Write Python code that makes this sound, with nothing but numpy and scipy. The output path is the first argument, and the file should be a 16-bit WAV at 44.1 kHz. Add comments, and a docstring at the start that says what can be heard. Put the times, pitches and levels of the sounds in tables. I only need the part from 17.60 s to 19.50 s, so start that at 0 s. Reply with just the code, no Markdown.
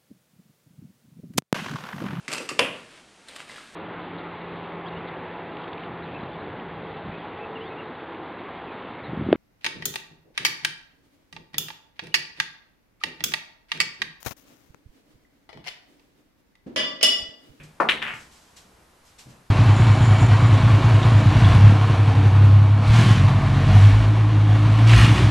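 """One shot on a billiard table in a quiet room. An earlier knock is dying away when the cue strikes,
setting shaft and ball ringing. The ball clicks hard against a second ball; a softer click and a brief
clatter follow. Near surfaces reflect the stroke and the two clicks as distinct echoes, then the room
reverberates. Afterwards a ball rolls on over the cloth and thumps into a cushion while the player
shuffles about."""
import sys
import numpy as np
from scipy import signal
from scipy.fft import rfft, irfft
from scipy.io import wavfile

SR = 44100
rng = np.random.default_rng(int(sys.argv[2]) if len(sys.argv) > 2 else 0)


def output_pcm(signal):
    """Save a mono or channel-first signal as 16-bit PCM at the path in sys.argv[1].

    Samples are clipped to [-1, 1] before scaling.
    """
    pcm = np.clip(np.atleast_2d(signal).T, -1, 1) * 32767
    wavfile.write(sys.argv[1], SR, np.round(pcm).astype(np.int16))


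N = 83790
T = np.arange(N) / SR

# likeness of left and right in a diffuse field: frequency_hz, correlation
COHERENCE = [(60, 0.76), (250, 0.44), (420, 0.31), (700, 0.23), (1200, 0.23), (4000, 0.55), (8000, 0.7),
             (12000, 0.71)]
# reverberation time of the room: frequency_hz, t60_s
ROOM_T60 = [(100, 0.91), (250, 0.59), (600, 0.42), (1200, 0.39), (2800, 0.32), (4200, 0.41), (12000, 0.13)]
# colour of the reverberation: frequency_hz, gain_db
ROOM_COLOUR = [(130, 2), (400, 1.5), (1000, -0.5), (2000, -0.5), (3200, -2), (4300, -1), (9000, -1.5)]
# its lean, mostly to the left: frequency_hz, left_minus_right_db
ROOM_BALANCE = [(200, 4.5), (600, -2), (1300, 2), (2800, 1), (7000, 2), (12000, -5.5)]
ROOM_DB, ROOM_DELAY_S, ROOM_BUILD_S = 5.5, .003, 0.0039
SCATTER_DB, SCATTER_T60_S = 5, 0.078
# reflections off table, lamp and walls: delay_s, left_db, right_db
ECHOES = [(.0029, 4.5, -1), (.0063, 0.5, -2.5), (.0067, -16, -37), (0.009, 2, -40.5), (0.01, -7, -46),
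          (0.024, -2.5, -9), (.0309, -14, -32), (.0313, -4.5, -9.5), (.0325, -8.5, -14)]
# stereo width, narrow in the bass: frequency_hz, side_gain_db
WIDTH = [(100, -10.5), (400, -7), (650, -1), (900, -1.5), (10000, 1), (13000, -8)]

# room tone and hiss: frequency_hz, relative_density_db
ROOM_TONE_SPECTRUM = [(25, -6), (40, -4), (65, 4), (100, -6.5), (300, -16), (1000, -8), (2500, -16.5),
                      (7000, -21.5), (13000, -25)]
# tail of the earlier knock: frequency_hz, relative_density_db
FADING_SPECTRUM = [(100, 5.5), (400, 1.5), (1000, -8.5), (2500, 0.5), (4000, -16), (7000, -43)]
# scuffs of shoes and clothes: start_s, level_db, rise_s, decay_s
SCUFFS = [(0.028, -53, 0.0083, 0.038), (0.465, -53.5, 0.01, 0.12), (0.534, -54.5, 0.006, 0.11),
          (0.598, -60, 0.0064, 0.049), (0.709, -58, 0.016, 0.27), (0.96, -48.5, 0.011, 0.037),
          (1.43, -57.5, 0.047, 0.072), (1.58, -46, 0.013, 0.041), (1.68, -57.5, 0.025, .05)]
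# their friction noise: frequency_hz, relative_density_db
SCUFF_SPECTRUM = [(150, -15), (800, -0.5), (1500, -4.5), (2800, -0.5), (5000, -1), (8000, -2), (10000, -12),
                  (13000, -11.5)]
# loudness of the rolling ball: time_s, level_db
ROLL_LEVEL = [(0.15, -62), (0.3, -52), (0.85, -61), (1.12, -59), (1.22, -59), (1.35, -62.5), (1.6, -63),
              (1.74, -54), (1.9, -65)]
# its noise on the cloth: frequency_hz, relative_density_db
ROLL_SPECTRUM = [(60, -4), (180, 2), (500, -1.5), (1200, -8.5), (2500, -15.5), (6000, -47)]
# thumps on cushion and table: start_s, level_db, pitch_hz, t60_s, rail_db
THUMPS = [(0.0, -47.5, 150, 0.54, -49), (0.028, -46, 155.3, 0.54, -49), (0.538, -41.5, 119, 0.098, -51),
          (1.05, -48.5, 194, 0.082, -62), (1.659, -43, 129, 0.29, -43.5)]
# rumble of the rail: frequency_hz, gain_db
RAIL_SPECTRUM = [(50, 10), (130, 38), (300, 34.5), (600, 20.5), (1500, 8), (4000, 1)]
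# knocks that shake the table: start_s, level_db
TABLE_KNOCKS = [(0.201, 1.5), (0.294, -4), (0.422, -11)]
# modes of the table's body: frequency_hz, level_db, t60_s
TABLE_MODES = [(61, -50, .12), (153.8, -44, 0.79), (225.6, -38, 0.5), (401, -38.5, 0.35)]
# bursts of scattered treble: start_s, level_db
TREBLE_BURSTS = [(0.202, -51.5), (0.293, -40), (0.422, -52.5)]
# their noise: frequency_hz, relative_density_db
TREBLE_SPECTRUM = [(2500, -29), (4500, 0), (6000, 3), (9000, 2.5), (13000, -9)]

# modes of shaft and ball: frequency_hz, level_db, t60_s
CUE_MODES = [(574, -16, 0.081), (670, -23.5, 0.048), (1130, -22, 0.046), (1183, -7.5, .035),
             (1342, -14, 0.049), (1780, -23.5, 0.14), (2444, -25.5, 0.033)]
# dull blow of the leather tip: frequency_hz, gain_db
TIP_SPECTRUM = [(50, -38), (110, -24), (220, 6.5), (550, 13), (1200, 16), (1800, 3), (2500, -4.5),
                (3300, -15.5), (6000, -25), (12000, -44)]
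# light contacts: start_s, level_db
CLATTER = [(0.4537, -9.5), (0.467, -8.5), (0.4752, -13.5), (0.482, -9), (0.492, -26), (0.507, -10),
           (0.5388, -17.5)]
# ball on ball: start_s, level_db, brightness_ratio, direct_db, echo_db, wall_db, room_db
CLICKS = [(0.2885, 1.5, 1.0, 0, .5, 2.5, 0), (0.4189, -9, 0.92, -3.5, -3.5, 8.5, 2.5)]
# pulse of a hard contact: frequency_hz, gain_db
CLICK_SPECTRUM = [(50, -12), (120, -8.5), (250, -5.5), (650, -2), (1200, 6), (2000, 13), (3000, 13),
                  (3800, 7), (4700, -10.5), (6000, -16.5), (9000, -35), (13000, -27)]


def from_db(db):
    """Amplitude ratio: tenfold for every 20 dB."""
    return 10 ** (np.asarray(db) / 20)


def at_hz(points, hz):
    """Interpolation on a logarithmic frequency axis."""
    frequencies, values = np.transpose(points)
    return np.interp(np.log(np.maximum(hz, 1)), np.log(frequencies), values)


def pan(db):
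    """Level difference: gains that put the left channel db above the right."""
    return from_db(np.array([[db], [-db]]) / 2)


def delay(x, seconds):
    """Time shift by a whole number of samples."""
    lag = int(np.clip(round(seconds * SR), 0, N - 1))
    return np.concatenate([np.zeros(x.shape[:-1] + (lag,)), x[..., :N - lag]], axis=-1)


def swell(start_s, rise_s, decay_s):
    """Linear rise, then exponential decay."""
    age = T - start_s
    return np.clip(age / rise_s, 0, 1) * np.exp(-np.maximum(age - rise_s, 0) / decay_s)


def ring(modes, rise_s):
    """Free vibration: a sum of damped sinusoids with a soft onset."""
    partials = sum(from_db(db - 60 * T / t60) * np.sin(2 * np.pi * hz * T) for hz, db, t60 in modes)
    return (1 - np.exp(-T / rise_s)) * partials


def blow(spectrum, brightness=1):
    """Minimum phase: the shortest causal pulse with this spectrum, scaled in frequency by brightness."""
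    size = 8192
    hz = np.fft.rfftfreq(size, 1 / SR)
    cepstrum = irfft(np.log(from_db(at_hz(spectrum, hz / brightness))))
    cepstrum[1:size // 2] *= 2   # fold onto positive time
    cepstrum[size // 2 + 1:] = 0
    return np.pad(irfft(np.exp(rfft(cepstrum))), (0, N - size))


def noise(spectrum=None):
    """Partial coherence: stereo noise of rms 1, most alike in the deep bass and high treble."""
    hz = np.fft.rfftfreq(N, 1 / SR)
    mid, side = rfft(rng.standard_normal((2, N)))
    alike = at_hz(COHERENCE, hz)
    both = np.sqrt(1 + alike) * mid + np.sqrt(1 - alike) * side * [[1], [-1]]
    x = irfft(both * (1 if spectrum is None else from_db(at_hz(spectrum, hz))), N)
    return x / x.std()


def reverberate(x):
    """Convolution with a diffuse field: dense early scatter and a tail that decays band by band."""
    hz = np.fft.rfftfreq(N, 1 / SR)
    colour = from_db(at_hz(ROOM_COLOUR, hz) + at_hz(ROOM_BALANCE, hz) * [[.5], [-.5]])
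    field = rfft(noise()) * colour
    centres, t60s = np.transpose(ROOM_T60)
    tail = 0
    for share, t60 in zip(np.eye(len(centres)), t60s):
        band = irfft(field * at_hz(list(zip(centres, share)), hz), N)
        tail += band * from_db(-60 * T / t60)
    scatter = irfft(rfft(noise()) * colour, N) * from_db(SCATTER_DB - 60 * T / SCATTER_T60_S)
    diffuse = (tail + scatter) * (1 - np.exp(-T / ROOM_BUILD_S))
    diffuse /= np.sqrt(np.sum(diffuse ** 2) / 2)
    response = from_db(ROOM_DB) * delay(diffuse, ROOM_DELAY_S)
    return signal.fftconvolve(np.atleast_2d(x), response, axes=-1)[:, :N]


def echoes(x):
    """Specular reflection: near hard surfaces return distinct, delayed copies."""
    return sum(from_db([[left], [right]]) * delay(x, lag_s) for lag_s, left, right in ECHOES)


def room_tone(level_db=-58.5):
    """Stationary noise: a low rumble with faint hiss."""
    return from_db(level_db) * noise(ROOM_TONE_SPECTRUM)


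def earlier_knock(level_db=-45, t60_s=0.35):
    """Exponential decay: the tail of a knock loses equal decibels in equal times."""
    return from_db(level_db - 60 * T / t60_s) * noise(FADING_SPECTRUM)


def scuffs():
    """Friction noise: the player's shoes and clothes give soft, bright swishes."""
    envelope = sum(from_db(db) * swell(start_s, rise, decay) for start_s, db, rise, decay in SCUFFS)
    return envelope * noise(SCUFF_SPECTRUM)


def rolling_ball():
    """Rolling contact: a ball on cloth makes low noise that swells and fades."""
    return from_db(np.interp(T, *np.transpose(ROLL_LEVEL))) * noise(ROLL_SPECTRUM)


def cushions():
    """Damped resonance: rubber gives a low note, and the rail rumbles into the room."""
    push = blow(RAIL_SPECTRUM)
    notes = rumble = 0
    for start_s, db, hz, t60, rail_db in THUMPS:
        notes += delay(ring([(hz, db, t60)], rise_s=0.001), start_s)
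        rumble += from_db(rail_db) * delay(push, start_s)
    return notes + reverberate(rumble)


def table_body():
    """Structural resonance: the table's low modes hum faintly under the knocks."""
    hum = ring(TABLE_MODES, rise_s=0.0025)
    return sum(from_db(db) * delay(hum, start_s) for start_s, db in TABLE_KNOCKS)


def scattered_treble(rise_s=0.002, decay_s=0.036):
    """Scattering: the top treble of each knock arrives as noise just behind it."""
    envelope = sum(from_db(db) * swell(start_s, rise_s, decay_s) for start_s, db in TREBLE_BURSTS)
    return envelope * noise(TREBLE_SPECTRUM)


def clatter(pan_db=3.5, room_db=-3.5):
    """Contact time limits bandwidth: slower collisions last longer and sound duller."""
    pulse = blow(CLICK_SPECTRUM, brightness=0.81)
    contacts = sum(from_db(db) * delay(pulse, start_s) for start_s, db in CLATTER)
    return contacts * pan(pan_db) + from_db(room_db) * reverberate(contacts)


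def cue_stroke(start_s=0.2007, pan_db=7.1, echo_db=1.5, room_db=3):
    """Impulse excitation: shaft and ball ring briefly, and the tip's blow returns from the room."""
    knock = blow(TIP_SPECTRUM)
    direct = ring(CUE_MODES, rise_s=0.0012) * pan(pan_db)
    reflected = from_db(echo_db) * echoes(knock) + from_db(room_db) * reverberate(knock)
    return delay(direct + reflected, start_s)


def ball_clicks(pan_db=6, wall_delay_s=0.0069, wall_pan_db=5):
    """Directivity: a click beams along the line of impact, so one wall's echo outdoes the direct sound."""
    clicks = 0
    for start_s, db, brightness, direct_db, echo_db, wall_db, room_db in CLICKS:
        pulse = from_db(db) * delay(blow(CLICK_SPECTRUM, brightness), start_s)
        direct = from_db(direct_db) * pan(pan_db) * pulse
        wall = from_db([[wall_db], [wall_db - wall_pan_db]]) * delay(pulse, wall_delay_s)
        clicks += direct + wall + from_db(echo_db) * echoes(pulse) + from_db(room_db) * reverberate(pulse)
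    return clicks


def scene():
    """Superposition: the pressures of all sources add."""
    shot = cue_stroke() + ball_clicks() + clatter() + scattered_treble() + table_body()
    return shot + cushions() + scuffs() + rolling_ball() + earlier_knock() + room_tone()


def record(dry, peak_limit=.92, cutoff_hz=12800):
    """Mid-side filtering narrows the bass; peaks are then clipped and the top treble is cut."""
    hz = np.fft.rfftfreq(N, 1 / SR)
    mid = (dry[0] + dry[1]) / 2
    side = irfft(rfft((dry[0] - dry[1]) / 2) * from_db(at_hz(WIDTH, hz)), N)
    clipped = np.clip([mid + side, mid - side], -peak_limit, peak_limit)
    return signal.sosfilt(signal.ellip(10, .1, 70, cutoff_hz, fs=SR, output="sos"), clipped)


dry = scene()
out = record(dry)
output_pcm(out)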